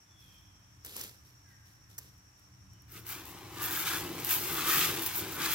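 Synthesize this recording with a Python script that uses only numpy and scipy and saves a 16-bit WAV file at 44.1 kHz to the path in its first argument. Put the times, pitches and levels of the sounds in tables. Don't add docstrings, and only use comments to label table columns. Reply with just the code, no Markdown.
import sys
import numpy as np
from scipy import signal
from scipy.fft import rfft, irfft
from scipy.io import wavfile

SR = 44100
rng = np.random.default_rng(int(sys.argv[2]) if len(sys.argv) > 2 else 0)


def dump(signal):
    limited = np.clip(np.atleast_2d(signal).T, -1, 1)
    pcm = np.round(limited * 32767).astype(np.int16)
    wavfile.write(sys.argv[1], SR, pcm)


N = 244314
TIME = np.arange(N) / SR
BINS_HZ = np.maximum(np.fft.rfftfreq(2 ** 18, 1 / SR), 1)

# frequency_hz, coherence (0-1)
NEAR_COHERENCE = [(60, .96), (300, .98), (1400, .92), (3100, .74), (5500, .42), (9500, .17), (11500, .15),
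                  (13500, .42), (15500, .48)]
FAR_COHERENCE = [(60, 0.89), (130, 0.98), (290, 0.75), (640, 0.04), (1400, 0.011), (16000, 0.016)]
# frequency_hz, excess_db
LEFT_EXCESS = [(100, 0.5), (1500, 2.5), (3300, 2.5), (5500, -0.5), (8000, -0.5), (10400, 5.5), (13000, 3),
               (16000, -1)]

# frequency_hz, density_db
RUMBLE_SPECTRUM = [(15, -60), (25, -33), (51, -9), (102, -1), (123, 0), (140, -15.5), (193, -10),
                   (214, -36), (295, -14.5), (420, -38), (550, -49), (920, -120)]
AIR_SPECTRUM = [(200, 2.5), (450, -7.5), (1000, -1), (1700, -2), (2800, -7.5), (4300, -15.5), (7000, -9.5),
                (9500, -19.5), (16000, -26)]
INSECT_SPECTRUM = [(4700, -24), (5300, -6.5), (5550, 5.5), (5780, 3), (6050, -9.5), (6700, -13.5)]
# time_s, level_db
RUMBLE_ENVELOPE = [(0, -70.5), (.15, -61), (1.35, -61), (2.1, -60), (2.35, -64), (2.65, -56.5),
                   (3.2, -60.5), (5.54, -56)]
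# start_s, length_s, first_hz, last_hz, level_db
BIRD_NOTES = [(.0, 0.49, 3514, 3020, -62.5), (.12, 0.33, 2600, 2345, -73), (.68, 0.2, 8700, 8600, -83),
              (1.4, 0.16, 1675, 1550, -65.5), (1.42, .19, 2140, 1620, -66), (2.68, .16, 3080, 2900, -72)]

# start_s, hold_s, level_db
FOOTFALLS = [(.2, 0.17, -70), (.85, 0.13, -51), (.96, 0.084, -45.5), (1.25, 0.048, -69), (1.49, 0.007, -71),
             (1.66, 0.034, -67.5), (1.9, 0.016, -64), (2.0, 0.044, -61.5), (2.38, 0.023, -75)]
# start_s, peak_db
TWIG_SNAPS = [(0.8486, -31), (0.8616, -35), (0.9655, -30), (0.9962, -34), (1.0125, -26.5), (1.0394, -33),
              (1.9808, -34), (1.9844, -30), (1.9882, -30), (2.1803, -57), (2.3958, -55), (2.734, -51),
              (2.8211, -52)]
# frequency_hz, density_db
LEAF_SPECTRUM = [(150, 0), (420, 1.5), (700, -7), (1500, -4.5), (2400, -2), (4000, -1.5), (7000, -2.5),
                 (9500, -6), (13000, 2.5), (18000, -21)]
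TWIG_SPECTRUM = [(250, -8), (380, -6), (600, -18), (1000, -11), (1800, -7), (3600, -17), (5800, -1),
                 (9500, -5), (12500, 3), (18000, -1)]

# time_s, level_db
FEED_FLOW = [(2.88, -71), (2.97, -52.5), (3.03, -67), (3.11, -47.5), (3.23, -56), (3.5, -57), (3.65, -45.5),
             (3.85, -44), (3.87, -39.5), (4.11, -51), (4.26, -47), (4.32, -40), (4.4, -46), (4.67, -41),
             (4.69, -38.5), (4.84, -36.5), (4.93, -43), (5.35, -49), (5.46, -38.5), (5.48, -42.5),
             (5.54, -38.5)]
# start_s, hold_s, level_db
FEED_SLUGS = [(3.1, 0.1, -66), (3.62, 0.19, -42.5), (3.915, 0.044, -38), (4.58, .03, -42.5),
              (4.70, .06, -36), (5.41, 0.097, -39.5)]
# frequency_hz, density_db
PATTER_SPECTRUM = [(1000, -9.5), (1130, 3), (1260, 1), (1600, -2), (1850, -3.5), (2150, -17.5)]
CLATTER_SPECTRUM = [(2050, -1.5), (2250, -0.5), (2700, -1), (2950, -2), (3500, -5), (3950, -4),
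                    (4500, -6.5)]
SEED_SPECTRUM = [(4200, -12), (5000, -1), (6300, 2.5), (7500, 3), (9000, 1), (10500, 1)]
# time_s, level_db
DRUM_LOAD = [(2.88, -75), (2.96, -57.5), (3.03, -65), (3.12, -56.5), (3.5, -56), (3.6, -50), (3.85, -50.5),
             (3.95, -47), (4.2, -44), (4.31, -52.5), (4.43, -45), (4.58, -47), (4.74, -43.5), (5.0, -43.5),
             (5.13, -56.5), (5.22, -45.5), (5.33, -48), (5.44, -45), (5.54, -50.5)]
# pitch_hz, bandwidth_hz, level_db
WALL_MODES = [(1260, 10, 0), (1495, 20, -3), (1604, 22, -3), (2343, 16, -9), (2589, 16, -4), (3079, 20, -8),
              (3423, 22, -5), (3590, 40, -5)]
DRUM_MODES = [(110, 32, -2), (153.5, 25.5, 4.5), (189, 26, -9), (256, 26, -38), (328.6, 62, 7.5),
              (425, 510, -25)]
CAVITY_MODES = [(781, 124, 1), (1028, 112, 2.5)]

# start_s, hold_s, level_db
SACK_SHAKES = [(2.92, 0.074, -52), (3.08, 0.048, -42), (3.27, .04, -50.5), (3.625, 0.032, -35.5),
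               (3.71, .1, -37), (3.93, 0.059, -42), (4.255, .03, -42.5), (4.3, 0.061, -31.5),
               (4.38, 0.21, -39.5), (4.68, 0.11, -34), (5.03, 0.043, -38.5), (5.16, 0.024, -33.5),
               (5.325, 0.029, -41.5), (5.52, .02, -39)]
# start_s, peak_db
CREASE_SNAPS = [(2.92, -39), (3.0664, -33), (3.0907, -29), (3.2547, -35), (3.6398, -23), (4.1995, -29),
                (4.2472, -21), (4.2692, -23), (4.2915, -17.5), (4.3099, -19), (4.9947, -25), (5.0621, -19),
                (5.0666, -24), (5.1474, -28), (5.3217, -31)]
# frequency_hz, density_db
CRINKLE_SPECTRUM = [(1500, -30), (4000, -22), (7000, -19), (9500, -14), (11500, -4), (13500, 0), (15500, 0),
                    (18000, 0)]
CREASE_SPECTRUM = [(900, -15), (5000, -10), (9500, -9), (13000, 1), (18000, 3)]

FULL_FLOW_DB, WALK_ENDS_S, CUTOFF_HZ = -35, 2.9, 15850


def from_db(db):
    return 10 ** (np.asarray(db) / 20)


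def rms_one(x):
    return x / np.sqrt(np.mean(x ** 2) + 1e-20)


def envelope(rows):
    time_s, level_db = np.transpose(rows)
    return from_db(np.interp(TIME, time_s, level_db)) * (TIME >= time_s[0]) * (TIME <= time_s[-1] + .01)


def swells(rows, attack_s, release_s):
    power = 0
    for start_s, hold_s, level_db in rows:
        before = np.maximum(start_s - TIME, 0) / attack_s
        after = np.maximum(TIME - start_s - hold_s, 0) / release_s
        power = power + (from_db(level_db) * np.exp(-np.minimum(before + after, 30))) ** 2
    return np.sqrt(power)


def drift(rate_hz):
    knots = rng.standard_normal(4096)
    return rms_one(np.interp(TIME * rate_hz * 2, np.arange(len(knots)), knots))


def over_hz(points):
    hz, value = np.transpose(points)
    return np.interp(np.log(BINS_HZ), np.log(hz), value)


def filtered(x, response):
    size = 2 * (len(BINS_HZ) - 1)
    return irfft(rfft(x, size) * response, size)[..., :N]


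def coloured(x, spectrum):
    inside = np.minimum(BINS_HZ / spectrum[0][0], 1) * np.minimum(spectrum[-1][0] / BINS_HZ, 1)
    return filtered(x, from_db(over_hz(spectrum)) * inside ** 4)


def noise_pair(coherence):
    alike = np.clip(over_hz(coherence), 0, .999)
    mid, side = filtered(rng.standard_normal((2, N)), np.sqrt([1 + alike, 1 - alike]))
    return mid + side * [[1], [-1]]


def diffuse_noise(spectrum):
    return rms_one(coloured(noise_pair(FAR_COHERENCE), spectrum))


def decay(energy, t60_s):
    return np.sqrt(signal.lfilter([1], [1, -10 ** (-6 / (t60_s * SR))], energy + 1e-18))


def grains(per_s, spread_db, t60_s, scatter):
    hits = rng.random(N) < per_s / SR
    sizes = from_db(spread_db * np.clip(rng.standard_normal(N), -1.7, 1.7))
    cracks = rms_one(decay(hits * sizes ** 2, t60_s))
    return noise_pair(NEAR_COHERENCE) * np.sqrt(cracks ** 2 + scatter ** 2)


def snaps(rows, t60_s, tail_t60_s, tail_db, spectrum):
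    energy = np.zeros(N)
    for start_s, peak_db in rows:
        energy[int(start_s * SR)] += from_db(peak_db) ** 2
    crack = np.sign(noise_pair(NEAR_COHERENCE)) * decay(energy, t60_s)
    tail = from_db(tail_db) * noise_pair(NEAR_COHERENCE) * decay(energy, tail_t60_s)
    return coloured(crack + tail, spectrum)


def resonate(x, modes):
    out = 0
    for k, (pitch_hz, bandwidth_hz, level_db) in enumerate(modes):
        r = np.exp(-np.pi * bandwidth_hz / SR)
        poles = [1, -2 * r * np.cos(2 * np.pi * pitch_hz / SR), r * r]
        out = out + (-1) ** k * from_db(level_db) * (1 - r * r) / 2 * signal.lfilter([1, 0, -1], poles, x)
    return rms_one(out)


def background():
    rumble = envelope(RUMBLE_ENVELOPE) * diffuse_noise(RUMBLE_SPECTRUM)
    return rumble + from_db(-67.5) * diffuse_noise(AIR_SPECTRUM)


def insects(throb_hz=11.1):
    throb_db = 2.2 * np.sin(2 * np.pi * throb_hz * TIME + .6 * drift(rate_hz=1.5))
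    return from_db(-66.5 + throb_db) * diffuse_noise(INSECT_SPECTRUM)


def birds():
    calls = 0
    for start_s, length_s, first_hz, last_hz, level_db in BIRD_NOTES:
        along = np.clip((TIME - start_s) / length_s, 0, 1)
        glide_hz = first_hz + (last_hz - first_hz) * along ** 1.3
        pitch_hz = glide_hz * (1 + .022 * drift(rate_hz=170))
        level = from_db(level_db) * np.sin(np.pi * along) ** 2
        calls = calls + level * np.sqrt(2) * np.sin(2 * np.pi * np.cumsum(pitch_hz) / SR)
    return from_db(-6) * calls + from_db(-6.5) * trees(calls, t60_s=1.5, dull_hz=5000)


def trees(x, t60_s, dull_hz):
    age = TIME[:2 * SR]
    build_up = 1 - np.exp(-age / 0.0048)
    echoes = rng.standard_normal((2, len(age))) * from_db(-60 * age / t60_s) * build_up
    echoes = signal.sosfilt(signal.butter(1, dull_hz, fs=SR, output="sos"), echoes)
    return signal.fftconvolve(np.atleast_2d(x), rms_one(echoes) / np.sqrt(len(age)), axes=1)[:, :N]


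def boots():
    shuffle = from_db(-74.5) * (TIME < WALK_ENDS_S)
    pressure = swells(FOOTFALLS, attack_s=0.0043, release_s=0.045) + shuffle
    cracks = grains(per_s=660, spread_db=3, t60_s=0.0044, scatter=1.0)
    leaves = pressure * rms_one(coloured(cracks, LEAF_SPECTRUM))
    twigs = snaps(TWIG_SNAPS, t60_s=.008, tail_t60_s=.05, tail_db=-23, spectrum=TWIG_SPECTRUM)
    return (from_db(.5) * leaves + from_db(3) * twigs) * from_db([[-1], [1]])


def pour():
    clatter = envelope(FEED_FLOW)
    flow = clatter / from_db(FULL_FLOW_DB)
    slugs = swells(FEED_SLUGS, attack_s=0.053, release_s=0.022)
    shakes = swells(SACK_SHAKES, attack_s=0.016, release_s=0.031)
    patter = np.hypot(from_db(-39.5) * flow ** 0.78, slugs)
    crinkle = np.hypot(from_db(-30) * flow ** 1.214, shakes)
    return flow, patter, clatter, crinkle


def feed(patter, clatter, crinkle):
    fullness = clatter / clatter.max()
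    per_s = 700 + 3000 * fullness
    landings = grains(per_s, spread_db=1.5, t60_s=0.0019, scatter=0.57)
    heap = patter * rms_one(coloured(landings, PATTER_SPECTRUM))
    impacts = grains(per_s, spread_db=3.5, t60_s=0.0067, scatter=0.89)
    kernels = clatter * rms_one(coloured(impacts, CLATTER_SPECTRUM))
    seeds = np.sqrt(clatter * crinkle) * rms_one(coloured(impacts, SEED_SPECTRUM))
    surge = clatter * fullness * resonate(impacts, [(3440, 370, 0)])
    strikes = grains(per_s, spread_db=12, t60_s=0.006, scatter=0.24)
    ring = np.sqrt(patter * clatter) * resonate(strikes, WALL_MODES)
    stream = from_db(-3) * heap + from_db(-0.13) * kernels + from_db(-3.5) * seeds + from_db(-10) * surge
    return wall_echoes(stream, strength=.27) + from_db(-8.5) * ring


def wall_echoes(x, strength, sway=.12):
    out = x
    for delay_s in (.0013, .003):
        earlier = TIME - delay_s * (1 + sway * drift(rate_hz=2.5))
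        out = out + strength * np.array([np.interp(earlier, TIME, side) for side in x])
    return out / np.sqrt(1 + 2 * strength ** 2)


def drum(flow):
    load = envelope(DRUM_LOAD)
    clumps = grains(per_s=300, spread_db=2, t60_s=0.009, scatter=0.96)
    boom = load * resonate(clumps, DRUM_MODES)
    shudder = (load / load.max()) ** 0.29 * diffuse_noise(RUMBLE_SPECTRUM)
    heaped = np.clip((TIME - FEED_FLOW[0][0]) / .5, 0, 1)
    rubbing = grains(per_s=1200, spread_db=1, t60_s=0.006, scatter=0.7)
    slide = heaped * flow ** 0.44 * resonate(rubbing, CAVITY_MODES)
    return from_db(1.5) * boom + from_db(-54) * shudder + from_db(-47.5) * slide


def sack(crinkle):
    per_s = 400 + 2000 * crinkle / crinkle.max()
    buckles = grains(per_s, spread_db=5, t60_s=0.024, scatter=0.67)
    crackle = crinkle * rms_one(coloured(buckles, CRINKLE_SPECTRUM))
    creases = snaps(CREASE_SNAPS, t60_s=.006, tail_t60_s=.06, tail_db=-17, spectrum=CREASE_SPECTRUM)
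    return wall_echoes(from_db(.3) * crackle + from_db(4) * creases, strength=.2)


def from_front(x, lag_ms):
    half_excess_db = over_hz(LEFT_EXCESS) / 2
    delay = np.exp(-2j * np.pi * BINS_HZ * lag_ms / 1000)
    return filtered(x, np.array([from_db(half_excess_db) * delay, from_db(-half_excess_db)]))


def scene():
    flow, patter, clatter, crinkle = pour()
    feeder = from_front(feed(patter, clatter, crinkle) + drum(flow), lag_ms=.045)
    near = feeder + from_front(sack(crinkle), lag_ms=.072) + from_front(boots(), lag_ms=.2)
    echoes = from_db(-19) * trees(near, t60_s=0.44, dull_hz=4030)
    return near + echoes + background() + insects() + birds()


def record(dry):
    return signal.sosfilt(signal.ellip(12, .1, 80, CUTOFF_HZ, fs=SR, output="sos"), dry)


dry = scene()
out = record(dry)
dump(out)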